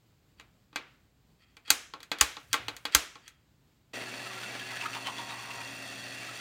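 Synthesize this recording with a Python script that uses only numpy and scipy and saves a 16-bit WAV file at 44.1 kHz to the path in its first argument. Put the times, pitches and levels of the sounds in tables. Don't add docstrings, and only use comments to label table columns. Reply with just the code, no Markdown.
import sys
import numpy as np
from scipy import signal
from scipy.fft import rfft, irfft, next_fast_len
from scipy.io import wavfile

SR = 44100
rng = np.random.default_rng(int(sys.argv[2]) if len(sys.argv) > 2 else 0)


def inscribe(sig):
    pcm = np.round(np.clip(np.atleast_2d(sig).T, -1, 1) * 32767)
    wavfile.write(sys.argv[1], SR, pcm.astype(np.int16))


N = 282342
T = np.arange(N) / SR
PADDED = next_fast_len(N, real=True)
FREQ = np.fft.rfftfreq(PADDED, 1 / SR)

# [f/Hz, spectral level/dB per Hz]
AIR_SPECTRUM = [(40, -12), (55, -0.5), (90, -6), (125, -3), (200, -9), (290, -13), (460, -19.5),
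                (1370, -26), (4700, -29), (5800, -34.5), (7500, -31.5), (9500, -41), (16000, -34.5)]
# [f/Hz, level/dB, t60/s]
ROOM_DECAY = [(100, -5.5, .4), (301.6, 6, 0.39), (800, 6, 0.35), (1500, 3, 0.49), (2400, 3, 0.45),
              (4500, -8, 0.41), (6500, -8.5, 0.46), (9000, -10.5, 0.33), (15000, -20.5, .3)]
# [start t/s, end t/s, level at the end/dB]
SPRING_SCRAPES = [(0.371, .398, -63), (0.726, 0.755, -65), (1.384, 1.449, -63), (1.45, 1.52, -72.5),
                  (1.647, 1.703, -46), (2.193, 2.211, -35.5), (2.5, 2.531, -51), (2.913, 2.949, -39),
                  (3.202, 3.279, -56.5)]
# [f/Hz, width/Hz, level/dB]
BARREL_RESONANCES = [(1300, 80, -5), (1900, 180, -3.5), (2570, 190, -3.5), (3250, 70, 2.5), (3260, 84, -8),
                     (4550, 250, -2.5), (8000, 2000, -18)]
# [t/s, level/dB, hardness of contact/dB, strongest ring f/Hz]
RESET_CLICKS = [(0.3976, -48.5, -3.5, 2570), (0.41, -58, -3, 2500), (0.729, -58.5, -12, 330),
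                (0.759, -30.5, -3, 2460), (1.568, -51, -2.5, 2500), (1.679, -47, -3, 3015),
                (1.9371, -41.5, -10.5, 1150), (2.0036, -50.5, -2, 3470), (2.0302, -48, 5, 3510),
                (2.1159, -28.5, -4, 3460), (2.186, -45.5, 5, 3480), (2.368, -42, -8, 1145),
                (2.53, -27, 10, 3120), (2.541, -25, -5.5, 1150), (2.6826, -32, -4, 3696),
                (2.7654, -47, 9, 3710), (2.8531, -30.5, -3.5, 3352), (2.9238, -49, 3, 3710),
                (3.155, -50, -10, 1150), (3.2791, -49.5, 8.5, 3600)]
# [t/s, level/dB, body re level/dB, tick re level/dB, strongest ring f/Hz, bench thump level/dB]
HAMMER_SNAPS = [(1.7034, -18.5, -11, 2, 4500, -43.5), (2.2108, -17.5, -9.5, 1.8, 1000, -28.5),
                (2.9486, -16, -10.5, 1, 1500, -28)]
# [f/Hz, level/dB, t60/s]
METAL_MODES = [(296, 0.5, .14), (469, -1, 0.12), (845, 2.5, .1), (1092, 2, 0.099), (1194, -2.5, 0.12),
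               (1350, -2, 0.12), (1570, 4, 0.058), (1907, 2, 0.071), (2090, 1, 0.082), (2330, 1.5, .1),
               (2520, -1.5, .11), (2910, -6, 0.071), (3353, 4.5, 0.041), (3700, -12.5, .13),
               (3940, -7.5, 0.087), (4210, -3.5, .06), (4540, -1, 0.044), (4854, -10.5, .07),
               (5430, -14, 0.062), (6066, -2, 0.027), (6540, -17, .09), (6740, -9, 0.064),
               (7000, -0.5, 0.02), (7300, -14, .06), (8330, -1.5, .05), (9260, -4.5, .06), (11700, -4, .06),
               (14600, -8, .04)]
# [f/Hz, spectral level/dB per Hz]
CRACK_SPECTRUM = [(150, 4.5), (400, -11), (700, -1.5), (1500, 2.5), (2800, -2), (4500, -3), (5400, -11),
                  (6500, -2), (8000, -6), (9000, -11.5), (13000, -13), (15500, -16)]
# [f/Hz, level at the start/dB, level at the end/dB, pitch wander/share of f]
MOTOR_TONES = [(119.8, -57, -58, .002), (200, -69, -70, .01), (268.5, -65, -58, .005),
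               (375.5, -57, -69, .006), (797, -64, -72, .003), (1365, -65, -68, .002),
               (1807, -63, -62, .002), (1924, -58, -58, .0015), (2673, -66, -63, .001),
               (3349, -70, -65, .001), (4468, -68, -65, .001)]
# [f/Hz, spectral level/dB per Hz]
RATTLE_SPECTRUM = [(50, -42.5), (80, -2), (150, -1.5), (300, 4.5), (420, -4.5), (700, 5.5), (950, -4.5),
                   (1600, 2.5), (2400, -1.5), (3000, -6.5), (4100, -2), (7500, -13.5), (10000, -17),
                   (15500, -39)]
# [f/Hz, width/Hz, level/dB]
HEAD_RESONANCES = [(1925, 50, 5), (2560, 140, -2), (2700, 200, 1), (3235, 80, -2), (3350, 70, -1),
                   (3465, 80, -1), (3708, 50, -2), (4435, 170, 1), (4750, 260, -8), (5190, 110, -9),
                   (5780, 110, -3), (6000, 300, -10), (6450, 400, -12), (6830, 100, -10), (7120, 100, -6),
                   (7450, 300, -12), (8290, 240, -7), (9040, 260, -10), (10050, 250, -17),
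                   (10560, 260, -11), (11600, 400, -19), (12110, 130, -14), (13450, 220, -21),
                   (15120, 260, -15)]
# [f/Hz, spectral level/dB per Hz]
CUT_SPECTRUM = [(200, -3), (500, -5), (1000, -0.5), (1600, 4.5), (2700, 4.5), (4000, -1), (8000, -12.5),
                (15000, -23.5)]
# [f/Hz, width/Hz, level/dB]
VICE_RESONANCES = [(935, 42, 4), (1100, 65, 0), (776, 53, -5)]
# [t/s, half length/s, level/dB]
SEATING_JUDDERS = [(3.973, 0.062, -45.5), (4.17, 0.1, -50), (4.525, 0.074, -50.5)]
# [t/s, level/dB, bracket squawk f/Hz]
CHIP_BREAKS = [(4.34, -52, 3200), (4.44, -51, 2680), (4.601, -48, 3200), (4.768, -43, 1750),
               (4.814, -41.5, 2660), (4.862, -39, 1315), (5.512, -44.5, 2700), (5.616, -46, 2470),
               (5.915, -51, 1880)]

AIR_DB = -66.5
CLICK_BODY_DB, CLICK_TICK_DB = -10.5, -10.5
HOLD_S = .0024
STRAIN_S, STRAIN_LENGTH_S, STRAIN_DB = 2.6, .14, -55
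SKIN_DB = -69
DRILL_START_S, SPINDLE_HZ, MAINS_HZ = 3.932, 8.37, 60
HUM_FLUTTER_DB = 1.1
SCRAPE_DB, VICE_DB, BREAKTHROUGH_S, RELEASE_S = -47.5, -59.5, 5.0, 0.4
SQUEAK_DB = 4.5
SING_HZ, SING_DB, DEEPEST_DB, DEEPEST_S, DEEPEST_LENGTH_S = 1701, -62, -52.5, 4.78, 0.22
CHIP_LENGTH_S, CHIP_SQUAWK_DB = 0.0077, 4
FIRST_GRAB_S, GRAB_LENGTH_S, WORST_GRAB_S, GRAB_DB, GRAB_FALL_DB_PER_S = 4.714, 0.022, 5.014, -37, 31
SQUAWK_HZ, SQUAWK_RISE_HZ_PER_S, SQUAWK_DB = 2050, 2800, -1.5
SHAKE_DB, WORST_SHAKE_S, SHAKE_FALL_DB_PER_S, SHAKE_LAG_S = -38, 5.09, 30, 0.014
BURR_S, BURR_LENGTH_S, BURR_SCRAPE_DB, BURR_VICE_DB = 5.484, 0.22, -52, -50
RUB_START_S, RUB_DB = 5.6, -48.5
TOP_HZ = 15900


def undb(db):
    return 10 ** (np.asarray(db) / 20)


def unit(x):
    return x / np.sqrt(np.mean(x ** 2) + 1e-20)


def decay(t, t60):
    return np.exp(-np.log(1000) * t / t60)


def colour(points):
    hz, db = np.transpose(points)
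    level_db = np.interp(np.log(FREQ + 1), np.log(hz), db)
    return undb(level_db) * np.minimum(FREQ / hz[0], 1) ** 2


def resonances(rows):
    power = 0
    for hz, width, db in rows:
        detuning = (FREQ ** 2 - hz ** 2) / (width * (FREQ + 1))
        power = power + undb(db) ** 2 / (1 + detuning ** 2)
    return np.sqrt(power)


def shaped(x, response):
    return unit(irfft(rfft(x, PADDED) * response, PADDED)[:N])


def band(x, lo_hz, hi_hz, order=2):
    edges = [lo_hz, min(hi_hz, .48 * SR)]
    return signal.sosfilt(signal.butter(order, edges, "band", fs=SR, output="sos"), x)


def walk(rate_hz):
    return shaped(rng.standard_normal(N), np.exp(-(FREQ / rate_hz) ** 2))


def grains(rate_hz, spread_db):
    happens = rng.random(N) < rate_hz / SR
    size_db = spread_db * np.minimum(rng.exponential(size=N), 4)
    return unit(happens * rng.standard_normal(N) * undb(size_db))


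def swell(s, length_s):
    return np.exp(-((T - s) / length_s) ** 2)


def ramp(s, length_s):
    return np.clip((T - s) / length_s, 0, 1)


def add(track, s, x):
    i = int(s * SR)
    track[i:i + len(x)] += x[:N - i]


def still_air(running):
    level = undb(AIR_DB + 0.93 * walk(6.8)) * undb(-4 * running)
    return level * shaped(rng.standard_normal(N), colour(AIR_SPECTRUM))


def echo(onset_s=0.007):
    t = T[:SR * 3 // 4]
    hz, db, t60 = np.transpose(ROOM_DECAY)
    noise = rfft(rng.standard_normal(len(t)))
    freq = np.fft.rfftfreq(len(t), 1 / SR)
    out = 0
    for share, band_db, band_t60 in zip(np.eye(len(hz)), db, t60):
        weight = np.interp(np.log(freq + 1), np.log(hz), share) * np.minimum(freq / hz[0], 1) ** 2
        out = out + undb(band_db) * irfft(noise * weight, len(t)) * decay(t, band_t60)
    out = out * np.clip(t / onset_s - 1, 0, 1)
    return out / np.sqrt(np.sum(out ** 2))


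def workshop(x, wet_db):
    return x + undb(wet_db) * signal.fftconvolve(x, echo())[:N]


def spring_scrapes():
    response = resonances(BARREL_RESONANCES) / (1 + (FREQ / 7000) ** 2)
    friction = shaped(grains(4000, 2.5), response)
    pressure = 0
    for start, end, db in SPRING_SCRAPES:
        pressure = pressure + undb(db) * np.interp(T, [start, end], [1 / 20, 1], left=0, right=0)
    return workshop(pressure * friction, wet_db=-9.5)


def metal_ring(t, ring_hz, focus_db):
    hz, mode_db, t60 = np.transpose(METAL_MODES)[:, :, None]
    nearness = np.exp(-(np.log(hz / ring_hz) / 0.28) ** 2)
    gain = undb(mode_db + focus_db * nearness + rng.standard_normal(hz.shape))
    polarity = (-1) ** np.arange(len(METAL_MODES))[:, None]
    return np.sum(polarity * gain * np.sin(2 * np.pi * hz * t) * decay(t, t60), axis=0)


def blow(db, body_db, tick_db, hold_s, crack_t60, rattle_db, ring_db, wet_db, ring_hz, focus_db, echo_top_hz):
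    tail = band(echo(), 100, echo_top_hz, order=1)
    t = T[:len(tail)]
    fade = decay(np.maximum(t - hold_s, 0), crack_t60) + undb(rattle_db) * decay(t, 0.11)
    crack = shaped(rng.standard_normal(N), colour(CRACK_SPECTRUM))[:len(t)] * fade
    sound = crack + undb(ring_db) * metal_ring(t, ring_hz, focus_db)
    sound = sound + undb(wet_db) * np.sqrt(np.sum(sound ** 2)) * tail
    body = band(sound, 220, 1400)
    clack = band(sound, 1400, 5000, order=4)
    tick = band(sound, 5000, 17000, order=4)
    out = 0
    for part, rel_db in zip((body, clack, tick), (body_db, 0, tick_db)):
        strength = np.std(part[:SR // 100])
        out = out + undb(db + rel_db) * part / strength
    return out


def reset_clicks():
    out = np.zeros(N)
    for s, db, hard_db, hz in RESET_CLICKS:
        click = blow(db, CLICK_BODY_DB - hard_db, CLICK_TICK_DB + hard_db, hold_s=0.00024, crack_t60=0.01,
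                     rattle_db=-10.0, ring_db=-16, wet_db=-9.5, ring_hz=hz, focus_db=7, echo_top_hz=3500)
        add(out, s, click)
    return out


def thump(db, hz=62, t60=.11):
    t = T[:SR // 4]
    return undb(db) * band(np.sin(2 * np.pi * hz * t) * decay(t, t60), 45, 300, order=3)


def hammer_snaps():
    out = np.zeros(N)
    for s, db, body_db, tick_db, hz, thump_db in HAMMER_SNAPS:
        snap = blow(db, body_db, tick_db, hold_s=HOLD_S, crack_t60=0.0079, rattle_db=-11.0,
                    ring_db=-17.0, wet_db=-13.5, ring_hz=hz, focus_db=7, echo_top_hz=16000)
        add(out, s, snap)
        add(out, s, thump(thump_db))
    return out


def grip():
    hiss = unit(band(grains(5000, 1.5), 3000, 14000, order=1))
    return undb(SKIN_DB) * swell(STRAIN_S, length_s=0.46) * hiss


def bench_rumble():
    strain = undb(STRAIN_DB) * swell(STRAIN_S, STRAIN_LENGTH_S)
    response = resonances([(58, 19, 0.5), (108, 33, 3.5)]) ** 2
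    return strain * shaped(rng.standard_normal(N), response)


def tone(hz, wander):
    pitch_hz = hz * (1 + wander * walk(13.2))
    return np.sqrt(2) * np.sin(2 * np.pi * np.cumsum(pitch_hz) / SR)


def motor():
    progress = np.clip((T - DRILL_START_S) / (T[-1] - DRILL_START_S), 0, 1)
    hum = 0
    for hz, first_db, last_db, wander in MOTOR_TONES:
        level_db = first_db + (last_db - first_db) * progress + HUM_FLUTTER_DB * walk(39)
        hum = hum + tone(hz, wander) * undb(level_db)
    torque = 1 + sum(.14 * np.cos(2 * np.pi * 2 * k * MAINS_HZ * T) for k in (1, 2, 3))
    turn = undb(0.14 * np.sin(2 * np.pi * 2 * SPINDLE_HZ * T) + 0.63 * walk(25))
    casting_power = 0
    for hz, width, db in HEAD_RESONANCES:
        casting_power = casting_power + undb(db) ** 2 * resonances([(hz, width, 0)]) ** 4
    rattle = shaped(grains(8000, 1.0) * torque, colour(RATTLE_SPECTRUM)) * undb(-49.5 - 0.43 * progress)
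    head = shaped(grains(4000, 1.1) * torque, np.sqrt(casting_power)) * undb(-48.5)
    return hum + workshop(turn * (rattle + head), wet_db=-8.0)


def chip_squeaks(hz=1800, spread=0.2, length_s=0.012):
    out, t = np.zeros(N), T[:SR // 16]
    envelope = np.exp(-((t - t[-1] / 2) / length_s) ** 2)
    passes = np.arange(DRILL_START_S, T[-1] - .1, 1 / (2 * SPINDLE_HZ))
    for s, (late, pitch, glide, size) in zip(passes, rng.standard_normal((len(passes), 4))):
        phase = 2 * np.pi * np.cumsum(hz * np.exp(spread * pitch + 2 * glide * t)) / SR
        add(out, s + 0.0084 * late, undb(1.6 * size) * np.sin(phase) * envelope)
    return out


def squawk(hz, width_hz=130):
    return shaped(rng.standard_normal(N), resonances([(hz, width_hz, 0)]))


def chip_breaks(rasp):
    out = np.zeros(N)
    for s, db, hz in CHIP_BREAKS:
        out += undb(db) * swell(s, CHIP_LENGTH_S) * (rasp + undb(CHIP_SQUAWK_DB) * squawk(hz))
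    return out


def grabs(rasp, vice, count):
    out = np.zeros(N)
    for since in np.arange(count) / SPINDLE_HZ:
        s = FIRST_GRAB_S + since
        edge = rasp + undb(SQUAWK_DB) * squawk(SQUAWK_HZ + SQUAWK_RISE_HZ_PER_S * since)
        force = undb(GRAB_DB - GRAB_FALL_DB_PER_S * abs(s - WORST_GRAB_S))
        shake = undb(SHAKE_DB - SHAKE_FALL_DB_PER_S * abs(s - WORST_SHAKE_S))
        out += force * swell(s, GRAB_LENGTH_S) * edge
        out += shake * swell(s + SHAKE_LAG_S, GRAB_LENGTH_S) * vice
    return out


def cutting():
    feed = 1 - ramp(BREAKTHROUGH_S - RELEASE_S, RELEASE_S)
    burr = swell(BURR_S, BURR_LENGTH_S)
    rub = ramp(RUB_START_S, T[-1] - RUB_START_S)
    scraping = undb(SCRAPE_DB) * feed + undb(BURR_SCRAPE_DB) * burr + undb(RUB_DB) * rub
    ringing = undb(VICE_DB) * feed + undb(BURR_VICE_DB) * burr
    seating = sum(undb(db) * swell(s, length) for s, length, db in SEATING_JUDDERS)
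    singing = undb(SING_DB) * feed + undb(DEEPEST_DB) * swell(DEEPEST_S, DEEPEST_LENGTH_S)
    lips = undb(1.7 * np.sin(2 * np.pi * 2 * SPINDLE_HZ * T) + 0.81 * walk(40))
    chips = shaped(grains(1800, 2), colour(CUT_SPECTRUM))
    vice = shaped(grains(3000, 0.65), resonances(VICE_RESONANCES))
    judder_response = resonances([(271, 96, 4), (350, 44, -3.5), (487, 72, 1.0), (646, 260, 2.0)]) ** 2
    judder = shaped(grains(430, 2.6), judder_response)
    out = scraping * (lips * chips + undb(SQUEAK_DB) * chip_squeaks())
    out += lips * (ringing * vice + seating * judder + singing * tone(SING_HZ, wander=0.00296))
    rasp = undb(2.1 * walk(200)) * chips
    return out + chip_breaks(rasp) + grabs(rasp, vice, count=6)


def scene():
    running = ramp(DRILL_START_S, 0.0041)
    punch = spring_scrapes() + reset_clicks() + hammer_snaps()
    hand = grip() + bench_rumble()
    drill = running * (motor() + workshop(cutting(), wet_db=-17))
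    return (still_air(running) + punch + hand + drill)[None]


def record(dry, ceiling=0.68):
    rounded = ceiling * np.tanh(dry / ceiling)
    return signal.sosfilt(signal.ellip(8, .2, 70, TOP_HZ, fs=SR, output="sos"), rounded)


dry = scene()
out = record(dry)
inscribe(out)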